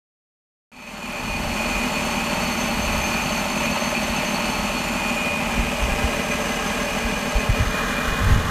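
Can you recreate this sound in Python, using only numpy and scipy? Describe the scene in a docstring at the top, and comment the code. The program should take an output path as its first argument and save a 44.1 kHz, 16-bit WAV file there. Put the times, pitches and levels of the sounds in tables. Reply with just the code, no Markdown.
"""A steady, droning rattle fades in: a bobbin winding machine, close to a hand-held microphone that
moves from its front round to the gearbox cover. The shaft turns three times per cam turn: unbalanced
parts drone, loose joints and gears rattle the frame, a crank knocks and makes the table throb.
Small steel parts ring, a cam follower clatters, a lever sings and the thread sizzles in its guide.
Moving the microphone adds low rumble and a few thumps."""
import sys
import numpy as np
from scipy import signal
from scipy.fft import rfft, irfft, next_fast_len
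from scipy.io import wavfile
from scipy.ndimage import map_coordinates

SR = 44100
rng = np.random.default_rng(int(sys.argv[2]) if len(sys.argv) > 2 else 0)


def to_wav(sig):
    """Store sig (one row per channel, or 1-D mono) as 16-bit WAV at the path in sys.argv[1].

    Samples outside -1..1 are clipped; the rate is SR.
    """
    pcm = np.clip(np.atleast_2d(sig), -1, 1) * 32767
    pcm = np.round(pcm).astype(np.int16)
    wavfile.write(sys.argv[1], SR, pcm.T)  # frames by channels


N = 374850

# The lever catches, or eases off where negative. Each row: middle in seconds, length in seconds,
# lift of its chatter in dB, lift of its note in dB.
LEVER_CATCHES = [(.82, 0.17, 8.5, 9), (1.04, 0.041, -2, 17), (1.165, 0.11, 3, 11), (1.335, 0.11, 4, 14),
                 (1.62, 0.086, -3, 12), (1.78, 0.15, 2.5, 11), (1.975, 0.068, 1, 13.5), (2.15, .18, 2, 1),
                 (2.89, 0.16, 5, 3), (3.05, 0.086, 4.5, 1), (3.18, 0.12, 4, 11), (3.385, 0.076, 4, 7),
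                 (3.665, 0.063, 5.5, 11), (3.96, 0.027, 11.5, 12), (4.23, 0.05, 2, 10), (4.75, .12, -9, 8),
                 (5.07, 0.29, -3, 11.5), (5.27, 0.28, -1, 15), (5.6, 0.25, 4.5, 2), (6.05, 0.54, 3, 6),
                 (6.33, 0.053, 8.5, 9), (6.9, 0.12, 5, 6), (7.15, 0.33, 4, 1.5), (7.395, 0.08, 6.5, 9.5),
                 (7.565, 0.083, 5.5, 10.5), (7.785, 0.11, 4, 9.5), (7.97, 0.18, 3, 5), (8.14, 0.11, -3, 7),
                 (8.45, .34, -5, -2)]


def amp(db):
    """Decibels to gain."""
    return 10 ** (np.asarray(db) / 20)


def unit(x):
    """Scale to rms 1."""
    return x / np.sqrt(np.mean(x ** 2) + 1e-20)


def along(points, hz, column=1):
    """One column of a table read on a log-frequency axis."""
    table = np.transpose(points)
    return np.interp(np.log(hz + 1), np.log(table[0]), table[column])


def curves(rows):
    """One value per sample for each column after the time."""
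    s, *columns = np.transpose(rows)
    return [np.interp(np.arange(N) / SR, s, column) for column in columns]


def swells(rows, column=0):
    """A rounded rise or dip in dB for each row of middle, length and lifts; column picks the lift."""
    t = np.arange(N) / SR
    shapes = np.array([lift[column] / (1 + (2 * (t - s) / length) ** 8) for s, length, *lift in rows])
    return np.maximum(shapes.max(0), 0) + np.minimum(shapes.min(0), 0)


def wobble(rate):
    """A smooth random curve, rate knots a second."""
    return map_coordinates(rng.standard_normal(int(N * rate / SR) + 4), [np.arange(N) * rate / SR])


def heard(place, levels_db):
    """Gain at the microphone's place, from the levels at the front, the side and the cover."""
    return amp(np.interp(place, np.arange(3), levels_db))


def filtered(x, response):
    """x times a response of frequency."""
    size = next_fast_len(N + SR // 2)
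    return irfft(rfft(x, size) * response(np.fft.rfftfreq(size, 1 / SR)), size)[..., :N]


def dispersed(x, spread_s):
    """Each frequency takes its own time to arrive, so sharp contacts smear into a whir."""
    def delays(hz):
        lag_s = spread_s * np.interp(hz, np.linspace(0, SR / 2, 150), rng.random(150))
        return np.exp(-2j * np.pi * np.cumsum(lag_s) * hz[1])
    return filtered(x, delays)


def struck(x, colour, size=8192):
    """x through a causal body whose gain in dB is colour(Hz)."""
    cepstrum = irfft(np.log(amp(colour(np.fft.rfftfreq(size, 1 / SR)))))
    cepstrum[1:size // 2] *= 2  # fold to minimum phase
    cepstrum[size // 2 + 1:] = 0
    return signal.fftconvolve(x, irfft(np.exp(rfft(cepstrum))))[:N]


def ringing(blows, hz, t60, attack_s):
    """One damped mode set off by each blow."""
    t = np.arange(SR // 8) / SR
    envelope = amp(-60 * t / t60) * (1 - np.exp(-t / attack_s))
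    return signal.fftconvolve(blows, envelope * np.sin(2 * np.pi * hz * t))[:N]


def taps(where, sizes):
    """Impulses at the given sample positions."""
    return np.bincount(np.clip(where, 0, N - 1).astype(int), sizes, N)


def strokes(phase, count, scatter_s, spread_db, play_s=.0012):
    """A contact each time the phase passes a whole number, in an uneven pattern count contacts long."""
    k = np.arange(1, int(phase[-1]))
    play, weight_db = rng.standard_normal((count, 2))[k % count].T
    late, hard = rng.standard_normal((len(k), 2)).T
    delay_s = play_s * play + scatter_s * late
    force = amp(weight_db + spread_db * np.minimum(hard, 1))
    return taps(np.interp(k, phase, np.arange(N)) + delay_s * SR, force)


def rubbing(load, rate, grain):
    """Sliding noise with rate small random contacts a second, both following the load."""
    contacts = (rng.random(N) < rate / SR) * rng.standard_normal(N)
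    return unit(load * (rng.standard_normal(N) + grain * unit(contacts)))


def loose_joints(cam, count, scatter_s, spread_db):
    """Joints take up their play at the same cam angles, turn after turn, never quite on time."""
    angles = (np.arange(count) + rng.random(count)) / count
    signs = rng.choice([-1, 1], count)
    turns = np.arange(int(cam[-1]))[:, None]
    when = np.interp((turns + angles).ravel(), cam, np.arange(N))
    late, hard = rng.standard_normal((len(when), 2)).T
    return unit(taps(when + late * scatter_s * SR, np.tile(signs, len(turns)) * amp(spread_db * hard)))


def frame_rattle(cam, place):
    """Gears and joints shake the frame; each side of the machine radiates its own mix of resonances."""
    # The rattle's broad colour. Each row: frequency in Hz, gain in dB at front, side and cover.
    colour = [(15, -32, -35, -24), (35.3, -9, 1, 2), (135, -12, -17.5, -5.5), (159, -1, -3, -0.5),
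              (308, -8.5, -9, -4), (893, -12, -11, -12), (1670, -10.5, -10, -2), (2440, -6.5, -9, -14.5),
              (2930, -8.5, -9.5, -12.5), (3580, -15.5, -18, -13.5), (4750, -20.5, -19, -20),
              (6800, -19.5, -21.5, -20), (9200, -23, -23, -25.5), (15400, -36, -34.5, -32)]
    # Frame and panel resonances. Each row: centre and width in Hz, lift in dB at front, side and cover.
    resonances = [(220.7, 40, 7.5, 7.5, 6), (256, 50, 2, 5, 1), (345, 54, 6, -0.5, -9),
                  (450, 50, 1, 11, 8.5), (516, 21, -7, -5, 0), (572, 45, 3, 11, 6), (642, 96, 7, 6, 5.5),
                  (789, 55, 8.5, 10.5, 7.5), (870, 110, 2, 1, -5), (935, 76, 8.5, 5, 6),
                  (1064, 80, 10.5, 8, 11), (1172, 75, 6, 2.5, 7.5), (1279.5, 39, 10.5, 7, 8),
                  (1424, 114, 5.5, -2, 1), (1627, 38, -2.5, 10, 3), (1710, 37, 2, 2, 1),
                  (1855, 60, 0.5, -1.5, 3.5), (2027, 39, 2.5, 9.5, 7), (2610, 33, 10, -2, -2),
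                  (2898, 74, 3, 4.5, 7.5), (3400, 120, 0, 0.5, 2), (6760, 160, 0, 2, 3),
                  (7660, 220, -1, 5, -2), (10270, 390, -3, -11, -1), (11500, 800, 2, 0.5, 3.5)]
    shaft = 2 * np.pi * 3 * cam
    load_db = .3 * np.cos(2 * np.pi * cam) + .3 * np.cos(shaft)
    load_db += .7 * np.cos(2 * shaft) + .6 * np.cos(3 * shaft + 1) + .45 * wobble(22)
    knocks = dispersed(loose_joints(cam, count=36, scatter_s=.00013, spread_db=2), spread_s=.007)
    force = unit(rubbing(amp(load_db), rate=2500, grain=.6) + .65 * knocks)
    sound = np.zeros(N)
    for face in range(3):
        def body_db(hz):
            peaks_db = sum(lift[face] * np.exp(-2 * ((hz - centre) / width) ** 2)
                           for centre, width, *lift in resonances)
            return along(colour, hz, column=face + 1) + peaks_db
        nearness = np.maximum(1 - abs(place - face), 0)
        sound += nearness * struck(force, body_db)
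    return amp(-11.5) * sound


def steel_chatter(cam, place, lever_db=-39.5, disc_db=-51.5):
    """Small steel parts chatter four times per shaft turn and ring on between contacts."""
    # Their modes. Each row: part (0 lever, 1 guide, 2 spindle, 3 tension disc), pitch and width in Hz,
    # gain in dB at front, side and cover.
    modes = [(0, 2370, 24, -4, -6, -12), (0, 2404, 20, -5, -2, 0), (0, 2457, 22, -4, -11, -6),
             (0, 2544, 32, -3, -1, -14), (1, 4400, 60, 0, 0, 0), (2, 6305, 20, 0, -5, -2),
             (2, 6190, 40, -9, -2, -7), (3, 7050, 65, 0, -5, -10)]
    # How unevenly each part is rubbed. Each row: swing of the load in dB, grain of the contacts.
    roughness = [(1, 0.41), (1.5, 0.26), (5, 2.1), (4, .2)]
    # The winding head along the microphone's path. Each row: time in seconds, guide and spindle in dB.
    head_levels = [(.7, -40, -43), (2.0, -40.5, -44), (2.6, -38.5, -40.5), (4.55, -38, -40.5),
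                   (4.8, -40.5, -45), (5.25, -44, -50), (6.15, -57, -43), (7.1, -44.5, -40.5),
                   (8.5, -53, -50.5)]
    # The guide is struck and pings. Each row: middle and length in seconds, lift in dB.
    guide_pings = [(4.358, .025, 7), (4.462, 0.024, 6)]
    # The tension disc whines. Each row: middle and length in seconds, lift in dB.
    disc_whines = [(1.05, .3, 7), (1.9, .95, 7), (3.35, .6, 4), (4.95, 0.36, 8), (5.17, 0.18, 9)]
    guide_db, spindle_db = curves(head_levels)
    levels_db = [lever_db + swells(LEVER_CATCHES) - 2 * wobble(8.8),
                 guide_db + swells(guide_pings), spindle_db, disc_db + swells(disc_whines)]
    beat = np.cos(2 * np.pi * 12 * cam)
    sound = np.zeros(N)
    for part, hz, width, *heard_db in modes:
        swing_db, grain = roughness[round(part)]
        friction = rubbing(amp(swing_db * beat), rate=300, grain=grain)
        pole = np.exp((2j * hz - width) * np.pi / SR)
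        ring = signal.lfilter([1, 0, -1], np.poly([pole, pole.conjugate()]).real, friction)
        sound += unit(ring) * amp(levels_db[round(part)]) * heard(place, heard_db)
    return sound


def drone(cam, waver_db=2):
    """Unbalanced turning parts and, higher up, meshing gears hum on multiples of the cam speed."""
    # The hum's partials. Each row: multiple of the cam speed, level in dB.
    partials = [(6, -39.5), (12, -46.5), (18, -50), (21, -54.5), (24, -44), (30, -49), (32, -42.5),
                (34, -48), (35, -46), (36, -41), (38, -40), (42, -52), (54, -51.5), (56, -51.5), (90, -49),
                (124, -48), (126, -48), (132, -45), (135, -48.5), (165, -55)]
    sound = np.zeros(N)
    for order, db in partials:
        gain = 2 ** .5 * amp(db + waver_db * wobble(2.764))
        sound += gain * np.sin(2 * np.pi * (round(order) * cam + rng.random()))
    return sound


def table_throb(cam, level_db=-35, return_db=-1.5):
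    """The traverse shoves the table one way, then the other, at its stroke ends: a low, even pulsing."""
    # The table's boom. Each row: frequency in Hz, relative gain in dB.
    colour = [(60, -52.5), (140, -20.5), (174, -2.5), (213, 0.5), (256, 1), (292, -17), (500, -61)]
    forward = strokes(3 * cam - .12, count=3, scatter_s=.0002, spread_db=1.5, play_s=.0003)
    back = strokes(3 * cam - .62, count=3, scatter_s=.0002, spread_db=1.5, play_s=.0003)
    return amp(level_db) * unit(struck(forward - amp(return_db) * back, lambda hz: along(colour, hz)))


def crank_knock(cam, place, hz=597.5, t60=.036, return_db=-5.5):
    """The traverse crank knocks at both stroke ends, harder going forward, and rings its casting."""
    # The steady knock's level in dB at front, side and cover.
    levels_db = [-36.5, -36.5, -40.5]
    # Now and then it knocks harder. Each row: start in seconds, force in dB.
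    hard_knocks = [(2.868, -16), (2.944, -18), (3.307, -11), (3.563, -11), (3.641, -12), (3.719, -16),
                   (3.822, -16), (3.926, -12)]
    forward = strokes(3 * cam - .12, count=3, scatter_s=.00025, spread_db=2)
    back = strokes(3 * cam - .62, count=3, scatter_s=.0003, spread_db=3)
    steady = unit(ringing(forward + amp(return_db) * back, hz, t60, attack_s=.0073))
    start_s, force_db = np.transpose(hard_knocks)
    accents = ringing(taps(start_s * SR, amp(force_db)), hz, t60, attack_s=.003)
    return heard(place, levels_db) * steady + accents


def follower_clatter(cam, place):
    """The loose cam follower clatters in one rhythm every turn, each contact with its own mix of modes."""
    # Its modes. Each row: pitch in Hz, relative level in dB, seconds to die away by 60 dB.
    modes = [(804, -1.5, 0.05), (861.6, -2, 0.068), (908, -2, 0.034), (1070, -5, 0.028)]
    # Its level in dB at front, side and cover.
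    levels_db = [-36, -40.5, -41.5]
    blows = strokes(9 * cam, count=9, scatter_s=.0003, spread_db=2.2)
    rings = sum(amp(db) * ringing(blows * rng.uniform(.31, 1, N), hz, t60, attack_s=.0014)
                for hz, db, t60 in modes)
    return heard(place, levels_db) * unit(rings)


def lever_squeal(cam, hz=2457, waver_hz=4.6, sliding_db=-42.5):
    """The rubbed lever sings one wavering note, nudged four times per shaft turn, louder as it catches."""
    pitch_hz = hz + waver_hz * wobble(45)
    flutter_db = .8 * wobble(50) + 1.5 * np.cos(2 * np.pi * 12 * cam)
    level_db = sliding_db + swells(LEVER_CATCHES, column=1) + .1 * wobble(16) + flutter_db
    return 2 ** .5 * amp(level_db) * np.sin(2 * np.pi * np.cumsum(pitch_hz) / SR)


def thread_sizzle(bobbin_hz=20.5, centre_hz=12600, width_hz=850):
    """Thread sizzles through its guide: four fine ticks per bobbin turn, harder on the bobbin's one side."""
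    # The sizzle's loudness. Each row: time in seconds, level in dB.
    levels = [(.7, -52), (2.3, -50.5), (2.95, -46.5), (3.4, -50), (4.6, -51), (5.4, -55), (8.5, -59)]
    hiss = filtered(rng.standard_normal(N), lambda hz: np.exp(-((hz - centre_hz) / width_hz) ** 2))
    bobbin = bobbin_hz * np.arange(N) / SR
    tension = 1 + .45 * np.cos(2 * np.pi * bobbin) + .2 * np.cos(4 * np.pi * bobbin)
    flicks = tension * strokes(4 * bobbin, count=4, scatter_s=.0005, spread_db=1.5)
    t = np.arange(SR // 8) / SR
    tick_shape = amp(-60 * t / .02) * (1 - np.exp(-t / .0015))
    ticks = signal.fftconvolve(flicks, tick_shape)[:N]
    level_db, = curves(levels)
    return amp(level_db) * unit(hiss * (.9 + unit(ticks)))


def handling(still_db=-43, sway_db=3.5, thump_db=-1.5):
    """The hand on the microphone: dull rumble swelling with each shift of grip, and short, damped thumps."""
    # The grip shifts. 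Each row: middle and length in seconds, lift of the rumble in dB.
    grips = [(1.38, 0.33, 13.5), (1.78, 0.14, 8), (2.1, .3, -1), (2.87, 0.37, 9), (3.28, 0.19, 12),
             (3.97, .2, 4), (4.3, 0.14, 7), (5.62, 0.17, 13), (5.88, 0.2, 15.5), (6.05, .12, 9),
             (6.19, .08, 7), (7.1, 0.23, 10.5), (7.38, 0.11, 16.5), (7.64, 0.16, 17.5), (8.11, 0.08, 13),
             (8.3, 0.2, 22.5), (8.47, 0.12, 14)]
    # The rumble's colour. Each row: frequency in Hz, relative gain in dB.
    colour = [(10, -35), (22, -9), (36, -6), (55, -3.5), (85, -9), (140, -13.5), (220, -23.5), (500, -45),
              (2000, -110)]
    # Bumps on the microphone. Each row: start in seconds, relative peak in dB, pitch in Hz,
    # rise in seconds.
    thumps = [(1.465, -23, 44.3, 0.02), (1.745, -25, 50, 0.013), (4.097, -18, 53.4, 0.008),
              (5.587, -10.5, 52, 0.0096), (5.821, -18, 58, 0.011), (5.915, -15, 45, 0.011),
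              (6.033, -12, 65, 0.012), (7.045, -19, 44.6, 0.012), (7.351, -11, 44.7, 0.015),
              (7.489, -9.5, 104, 0.0085), (7.493, -11, 42, 0.017), (7.597, -8.5, 76, 0.01),
              (7.618, -11, 102, 0.0065), (7.667, -15, 50, 0.008), (8.078, -15, 45, 0.011),
              (8.125, -15, 58, 0.0038), (8.246, -14, 38, 0.024), (8.31, -12, 75.4, 0.011),
              (8.344, -17, 58, 0.02)]
    level_db = still_db + swells(grips) + sway_db * wobble(4.4)
    sound = amp(level_db) * unit(filtered(rng.standard_normal(N), lambda hz: amp(along(colour, hz))))
    t = np.arange(SR // 8) / SR
    for s, db, hz, rise in thumps:
        envelope = (t / rise * np.exp(1 - t / rise)) ** 2
        sound[round(s * SR):][:len(t)] += amp(db + thump_db) * envelope * np.sin(2 * np.pi * hz * t)
    return sound


def scene(cam_hz=6.467):
    """The machine, nearly mono, with a faint stereo spread, mostly in the treble."""
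    # The microphone's path. Each row: time in seconds, place (0 front, 1 side, 2 and up cover),
    # gain of rattle and chatter in dB.
    path = [(.7, 0.25, -0.4), (1.7, 0.33, -0.49), (3.0, 0.056, 0.015), (4.8, 0.12, -0.34),
            (5.3, 0.31, -1.1), (5.6, 0.49, -0.44), (5.95, 1.1, 0.16), (6.8, 1.2, 0.073), (7.5, 1.26, -1.4),
            (7.8, 2.14, -0.78), (8.5, 2.65, -0.26)]
    # The gain of drone and throb in dB at front, side and cover.
    hum_db = [-0.45, -1.5, -2]
    # Stereo width. Each row: frequency in Hz, side against mid in dB.
    width = [(60, -23.5), (110, -39), (200, -96), (380, -31), (700, -98), (1290, -33.5), (2380, -26.5),
             (4400, -22.5), (8120, -18.5), (15000, -15)]
    cam = np.cumsum(cam_hz * (1 + .0007 * wobble(2))) / SR  # turns so far
    place, level_db = curves(path)
    place = np.clip(place, 0, 2)
    machine = amp(level_db) * (frame_rattle(cam, place) + steel_chatter(cam, place))
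    machine += heard(place, hum_db) * (drone(cam) + table_throb(cam))
    machine += crank_knock(cam, place) + follower_clatter(cam, place)
    machine += lever_squeal(cam) + thread_sizzle()
    mid = machine + handling()
    side = filtered(dispersed(mid, spread_s=.06), lambda hz: amp(along(width, hz)))
    return np.array([mid + side, mid - side]) * amp([[-.1], [.1]])


def record(dry, start_s=.717, from_db=-24.5, top_hz=15400):
    """After silence the sound switches on and fades up in about a second, its top treble cut off."""
    since_s = np.arange(N) / SR - start_s
    fade = np.minimum(amp(from_db) + since_s, 1) * (since_s >= 0)
    return filtered(dry * fade, lambda hz: 1 / (1 + (hz / top_hz) ** 200))


dry = scene()
out = record(dry)
to_wav(out)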